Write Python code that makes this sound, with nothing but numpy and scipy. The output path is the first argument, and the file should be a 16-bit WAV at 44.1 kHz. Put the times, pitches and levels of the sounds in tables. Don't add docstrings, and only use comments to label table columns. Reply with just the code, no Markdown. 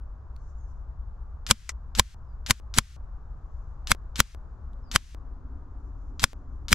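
import sys
import numpy as np
from scipy import signal
from scipy.fft import rfft, irfft, next_fast_len
from scipy.io import wavfile
from scipy.ndimage import uniform_filter1d, map_coordinates

SR = 44100
rng = np.random.default_rng(int(sys.argv[2]) if len(sys.argv) > 2 else 0)


def waveform_to_disk(signal):
    frames = np.transpose(np.atleast_2d(signal))
    scaled = np.clip(frames, -1, 1) * 32767
    samples = np.round(scaled).astype(np.int16)
    wavfile.write(sys.argv[1], SR, samples)


N = 297234
SIZE = 16384
TIME, AGE = np.arange(N) / SR, np.arange(SIZE) / SR
POP_LEAD_S = .0448


# (time [s], hush after it [s], card snap [dB], wood blow [dB], knock pitch [Hz],
# knock [dB], post ring [dB], tick as the background returns [dB])
SHOTS = [(1.5106, 0.21, -0.5, -10.5, 1303, -11.5, 5, -28), (1.9960, 0.15, 1.5, -3, 1052, -3.5, -2, -29),
         (2.5084, .091, -0.5, -6.5, 1037, -12.5, -8, -22.5),
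         (2.7852, .180, 3.5, -7.5, 1064, -9.5, -3, -30.5), (3.917, 0.032, -2.5, 3, 2160, -11.5, -5, -13),
         (4.2028, .1453, 1, 1, 596, -18.5, -2, -16), (4.9600, .1877, -4, 1.5, 3180, -7.5, -12, -15),
         (6.2403, 0.092, -1.5, -0.5, 1151, -15.5, -2, -16), (6.7285, .100, -1.5, 1.5, 4950, -15, -1, -20)]
# (frequency [Hz], level [dB])
TICK_SPECTRUM = [(100, 5), (400, 10.5), (1500, -2.5), (4000, -11), (15000, -24.5)]
def shots(thump_db_per_snap_db=0.65):
    out = np.zeros((2, N))
    for s, hush_s, snap_db, *wood, tick_db in SHOTS:
        add(out, s - POP_LEAD_S, muzzle() + rush())
        push = from_db(thump_db_per_snap_db * snap_db) * thump()
        add(out, s, impact(snap_db, *wood) + push + woodland_wash(hush_s))
        add(out, s + hush_s, from_db(tick_db) * pulse(TICK_SPECTRUM))
    return out


# (frequency [Hz], level [dB])
SNAP_SPECTRUM = [(200, -9), (800, -5.5), (2000, 3.5), (3300, 15.5), (5000, 14), (7200, 15), (8800, 1.5),
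                 (11500, -5.5), (16000, -18)]
TEAR_SPECTRUM = [(1000, -16), (5000, -8), (8500, 3.5), (10000, 10.5), (11400, 8), (12600, -2.5),
                 (16000, -15.5)]
BLOW_SPECTRUM = [(200, -2), (500, 6.5), (780, 1.5), (1080, 21), (1600, 21), (2400, 13.5), (3200, 5.5),
                 (6000, -12), (15000, -24.5)]
FIBRE_SPECTRUM = [(200, -19), (700, -17), (1100, -0.5), (2500, -1), (5000, -5), (7800, -4), (8600, -9.5),
                  (11500, -12.5), (13000, -24.5), (16000, -33)]
# (frequency [Hz], level [dB], t60 [s])
POST_MODES = [(220, -21.5, 0.059), (539, -26, 0.027), (1064.2, -24, 0.022), (1460, -20, .016),
              (2385, -18.5, 0.017), (3350, -9.5, 0.012), (3870, -15.5, 0.011), (5035, -15.5, 0.011),
              (5400, -24.5, 0.024), (6100, -26, .015), (7220, -22.5, 0.024), (9070, -28.5, 0.012),
              (10650, -25.5, 0.0061)]
def impact(snap_db, blow_db, knock_hz, knock_db, ring_db, tear_s=.00036, wood_s=.0005, firmness=0.25):
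    card = from_db(snap_db) * (delay(pulse(TEAR_SPECTRUM), tear_s) - pulse(SNAP_SPECTRUM))
    modes = sum(from_db(db + ring_db + rng.standard_normal()) * ring(hz, t60)
                for hz, db, t60 in POST_MODES)
    paper_ring = -from_db(-6) * modes
    knock = from_db(knock_db) * ring(knock_hz, t60=.015)
    wood = from_db(blow_db) * pulse(BLOW_SPECTRUM) + modes + knock
    crumble_t60 = .0145 * from_db(-firmness * blow_db)
    splinters = from_db(0.05) * noise(FIBRE_SPECTRUM, alike=.88) * fade(crumble_t60)
    return card + paper_ring + delay(wood, wood_s) + splinters


def thump():
    return -from_db(-13.8) * bell(AGE, peak_s=0.0024, width_s=0.0019)


# (frequency [Hz], level [dB])
WAKE_SPECTRUM = [(300, -37.5), (1200, -26.5), (1600, -19), (4000, -19.5), (7700, -23.5), (9000, -25),
                 (12000, -28), (13800, -39), (15200, -69.5)]
BUFFET_SPECTRUM = [(40, -14), (150, -6.5), (225, -1), (310, -24.5), (650, -20.5), (870, -15), (1200, -27),
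                   (1550, -20.5), (2100, -46.5), (6000, -72)]
def rush(whistle_hz=7905, buffet_steepness=1.4):
    level_db = approach_db()
    whistle = from_db(-37) * np.real(waver(width_hz=20, size=SIZE) * np.exp(2j * np.pi * whistle_hz * AGE))
    hiss = (noise(WAKE_SPECTRUM, alike=0.3) + whistle) * from_db(level_db)
    buffet = noise(BUFFET_SPECTRUM, alike=0.51) * from_db(2 + buffet_steepness * level_db)
    return hiss + buffet


def approach_db(far_db=-27, top_db=-2, step_db=10, step_s=.0107, edge_s=.0012, release_t60=0.013):
    to_go_s = POP_LEAD_S - AGE
    steps_away = np.floor(np.maximum(to_go_s, 0) / step_s)
    level_db = np.maximum(top_db - step_db * steps_away, far_db)
    release_db = 60 * np.minimum(to_go_s, 0) / release_t60
    return uniform_filter1d(level_db, size=int(edge_s * SR)) + release_db


# (frequency [Hz], level [dB])
POP_SPECTRUM = [(100, -17.5), (600, -24), (850, -18.5), (1300, -6), (2000, -15.5), (3500, -4), (5500, -5),
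                (7200, -12), (9000, -32), (12000, -33.5), (15000, -58)]
TRUNK_SPECTRUM = [(200, -50.5), (700, -49), (1200, -31.5), (1900, -33.5), (3500, -28), (7200, -33),
                  (8800, -44), (12500, -48), (14500, -69)]
def muzzle(ground_s=0.0014, ground_db=-12):
    pop = -pulse(POP_SPECTRUM)
    bounce = from_db(ground_db) * delay(pop, ground_s)
    onset = np.clip(AGE / ground_s, 0, 1) ** 2
    scatter = noise(TRUNK_SPECTRUM, alike=.8) * fade(t60=.11) * onset
    return pop + bounce + scatter


# (frequency [Hz], level [dB])
UNDERGROWTH_SPECTRUM = [(100, -22), (300, -25), (700, -36.5), (1200, -29.5), (1800, -33), (2400, -31.5),
                        (4000, -32.5), (7500, -35.5), (9000, -46), (12000, -44.5), (15000, -69.5)]
TREE_SPECTRUM = [(200, -69.5), (800, -67.5), (1400, -53.5), (3000, -54), (6500, -55.5), (9000, -64),
                 (12000, -69.5), (14500, -90)]
def woodland_wash(hush_s):
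    near = noise(UNDERGROWTH_SPECTRUM, alike=0.72) * fade(t60=0.07)
    far = noise(TREE_SPECTRUM, alike=0.64) * fade(t60=6.3)
    return (near + far) * np.clip((hush_s - AGE) / .002, 0, 1)


# (frequency [Hz], level [dB])
BREAKS = [(1.6921, -0.5, 0.037)]
BREAK_SPECTRUM = [(200, -29), (600, -29), (1100, -15.5), (1600, -23), (2060, -13), (2900, -26.5),
                  (4130, -20.5), (4700, -24.5), (5500, -15), (7400, -18), (8600, -27), (12000, -40),
                  (15000, -60)]
def splinter():
    out = np.zeros((2, N))
    for s, db, t60 in BREAKS:
        add(out, s, from_db(db) * noise(BREAK_SPECTRUM, alike=0.89) * fade(t60))
    return out


# (frequency [Hz], level [dB])
LATCH_CLICKS = [(0.3642, -54), (4.733, -63.5)]
LATCH_SPECTRUM = [(800, 7), (2500, 4), (4200, 15), (6000, 7.5), (9000, 0), (15000, -11)]
def latch():
    out = np.zeros((2, N))
    spring = from_db(-29) * ring(hz=4250, t60=0.6)
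    for s, db in LATCH_CLICKS:
        click = noise(LATCH_SPECTRUM, alike=.7) * fade(t60=0.0058)
        add(out, s, from_db(db) * (click + spring))
    return out


# (frequency [Hz], left over right [dB])
PORT_LEAD = [(200, 0), (430, -1.2), (800, -1.3), (1500, -.6), (4500, -.62), (6800, -.9), (10000, -.5),
             (15000, -.8)]
PORT_LEVEL = [(150, -1), (500, 2.5), (2500, 1.5), (5200, 3.5), (8500, 1.5), (10500, 1.7), (12000, 8.5)]
def microphone_ports(x):
    size = next_fast_len(N + SIZE)
    left = from_db(at_hz(PORT_LEVEL, size) / 2) * np.exp(.5j * at_hz(PORT_LEAD, size))
    return irfft(rfft(x, size) * np.array([left, 1 / left]), size)[:, :N]


# (time [s], length [s], level [dB])
BIRD_TWITTERS = [(.33, 0.25, -79), (0.546, 0.29, -79), (3.3, 0.62, -86), (5.603, 1.25, -85)]
# (time [s], starting pitch [Hz], level [dB])
BIRD_NOTES = [(.55, 7300, -74), (2.24, 5600, -83), (4.82, 5500, -71)]
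def birds(twitter_hz=6300, flutter_db=3, note_s=0.13, settle_s=0.079):
    bouts = sum(from_db(db) * arch(TIME - s, length_s) for s, length_s, db in BIRD_TWITTERS)
    flutter = from_db(flutter_db * np.real(waver(width_hz=12, size=N)))
    out = bouts * flutter * blurred_tone(np.full(N, twitter_hz), blur_hz=850)
    fall_hz = 1300 * (1 - np.exp(-AGE / settle_s))
    for s, start_hz, db in BIRD_NOTES:
        add(out, s, from_db(db) * arch(AGE, note_s) * blurred_tone(start_hz - fall_hz, blur_hz=90))
    return out


# (frequency [Hz], left-right likeness [0-1])
AIR_SPECTRUM = [(15, -18), (35, -9.5), (62, -9.5), (90, -23), (130, -30), (190, -40.5), (300, -48),
                (600, -48.5), (1150, -46.5), (1550, -55.5), (2100, -72.5), (3000, -79.5), (7000, -79.5),
                (9000, -95)]
AIR_LIKENESS = [(40, 0.99), (130, .9), (380, 0.71), (950, .52), (2400, 0.74), (8000, 0.23)]
def woodland_air(split_hz=200, swell_db=1.5):
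    air = noise(AIR_SPECTRUM, alike=at_hz(AIR_LIKENESS, N), size=N)
    low = signal.sosfiltfilt(signal.butter(3, split_hz, fs=SR, output="sos"), air)
    rustle_db = -0.03 + swell_db * bell(TIME, peak_s=4.1, width_s=.8)
    return from_db(-0.96) * low, from_db(rustle_db) * (air - low)


# (time [s], pitch [Hz], level [dB])
DRONE_TRACK = [(4.1, 220.1, -79.5), (4.8, 222.5, -59), (5.15, 273.3, -64.5), (5.48, 265.6, -55.5),
               (5.7, 266, -62.5), (6.74, 269.2, -58.5)]
def drone(surge_db=2):
    s, hz, db = np.transpose(DRONE_TRACK)
    blur = waver(width_hz=24, size=N) + from_db(-2) * waver(width_hz=115, size=N)
    level_db = np.interp(TIME, s, db) + surge_db * np.real(waver(width_hz=4, size=N))
    phase = 2 * np.pi * np.cumsum(np.interp(TIME, s, hz)) / SR
    return from_db(level_db) * np.real(blur * np.exp(1j * phase))


def background(sink_s=0.045, return_s=.005, rumble_dip_db=-6, far_dip_db=-14):
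    hush = sum(np.clip(np.minimum((TIME - s) / sink_s, (s + hush_s - TIME) / return_s), 0, 1)
               for s, hush_s, *_ in SHOTS)
    rumble, rustle = woodland_air()
    return from_db(rumble_dip_db * hush) * rumble + from_db(far_dip_db * hush) * (rustle + drone())


def from_db(db):
    return 10 ** (np.asarray(db) / 20)


def at_hz(points, size):
    hz, value = np.transpose(points)
    return np.interp(np.log(np.fft.rfftfreq(size, 1 / SR) + 1), np.log(hz), value)


def fade(t60):
    return np.exp(-np.log(1000) * AGE / t60)


def arch(t, length_s):
    return np.sin(np.pi * np.clip(t / length_s, 0, 1))


def bell(t, peak_s, width_s):
    return np.exp(-.5 * ((t - peak_s) / width_s) ** 2)


def noise(spectrum, alike, size=SIZE):
    mid, side = rfft(rng.standard_normal((2, size)))
    both = np.sqrt((1 + alike) / 2) * mid + np.sqrt((1 - alike) / 2) * side * [[1], [-1]]
    return irfft(both * from_db(at_hz(spectrum, size)), size)


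def pulse(spectrum):
    cepstrum = irfft(np.log(from_db(at_hz(spectrum, SIZE))))
    cepstrum[1:SIZE // 2] *= 2
    cepstrum[SIZE // 2 + 1:] = 0
    return irfft(np.exp(rfft(cepstrum)))


def ring(hz, t60):
    return np.sin(2 * np.pi * hz * AGE) * fade(t60)


def waver(width_hz, size):
    z = signal.sosfilt(signal.butter(2, width_hz, fs=SR, output="sos"), rng.standard_normal((2, size)))
    return (z[0] + 1j * z[1]) / np.std(z)


def blurred_tone(hz, blur_hz):
    blur = np.array([waver(blur_hz, len(hz)), waver(blur_hz, len(hz))])
    return np.real(blur * np.exp(2j * np.pi * np.cumsum(hz) / SR))


def delay(x, s):
    return map_coordinates(x, [(AGE - s) * SR], order=3, mode="grid-constant")


def add(out, s, x):
    at = int(round(s * SR))
    out[:, at:at + x.shape[-1]] += x[..., :max(N - at, 0)]


def scene(lean_db=1.0):
    shooting = microphone_ports(shots() + splinter() + latch())
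    return shooting + (birds() + background()) * from_db([[lean_db], [-lean_db]])


def record(dry, cutoff_hz=16400):
    clipped = dry / (1 + dry ** 4) ** (1 / 4)
    return signal.sosfilt(signal.ellip(10, .1, 80, cutoff_hz, fs=SR, output="sos"), clipped)


dry = scene()
out = record(dry)
waveform_to_disk(out)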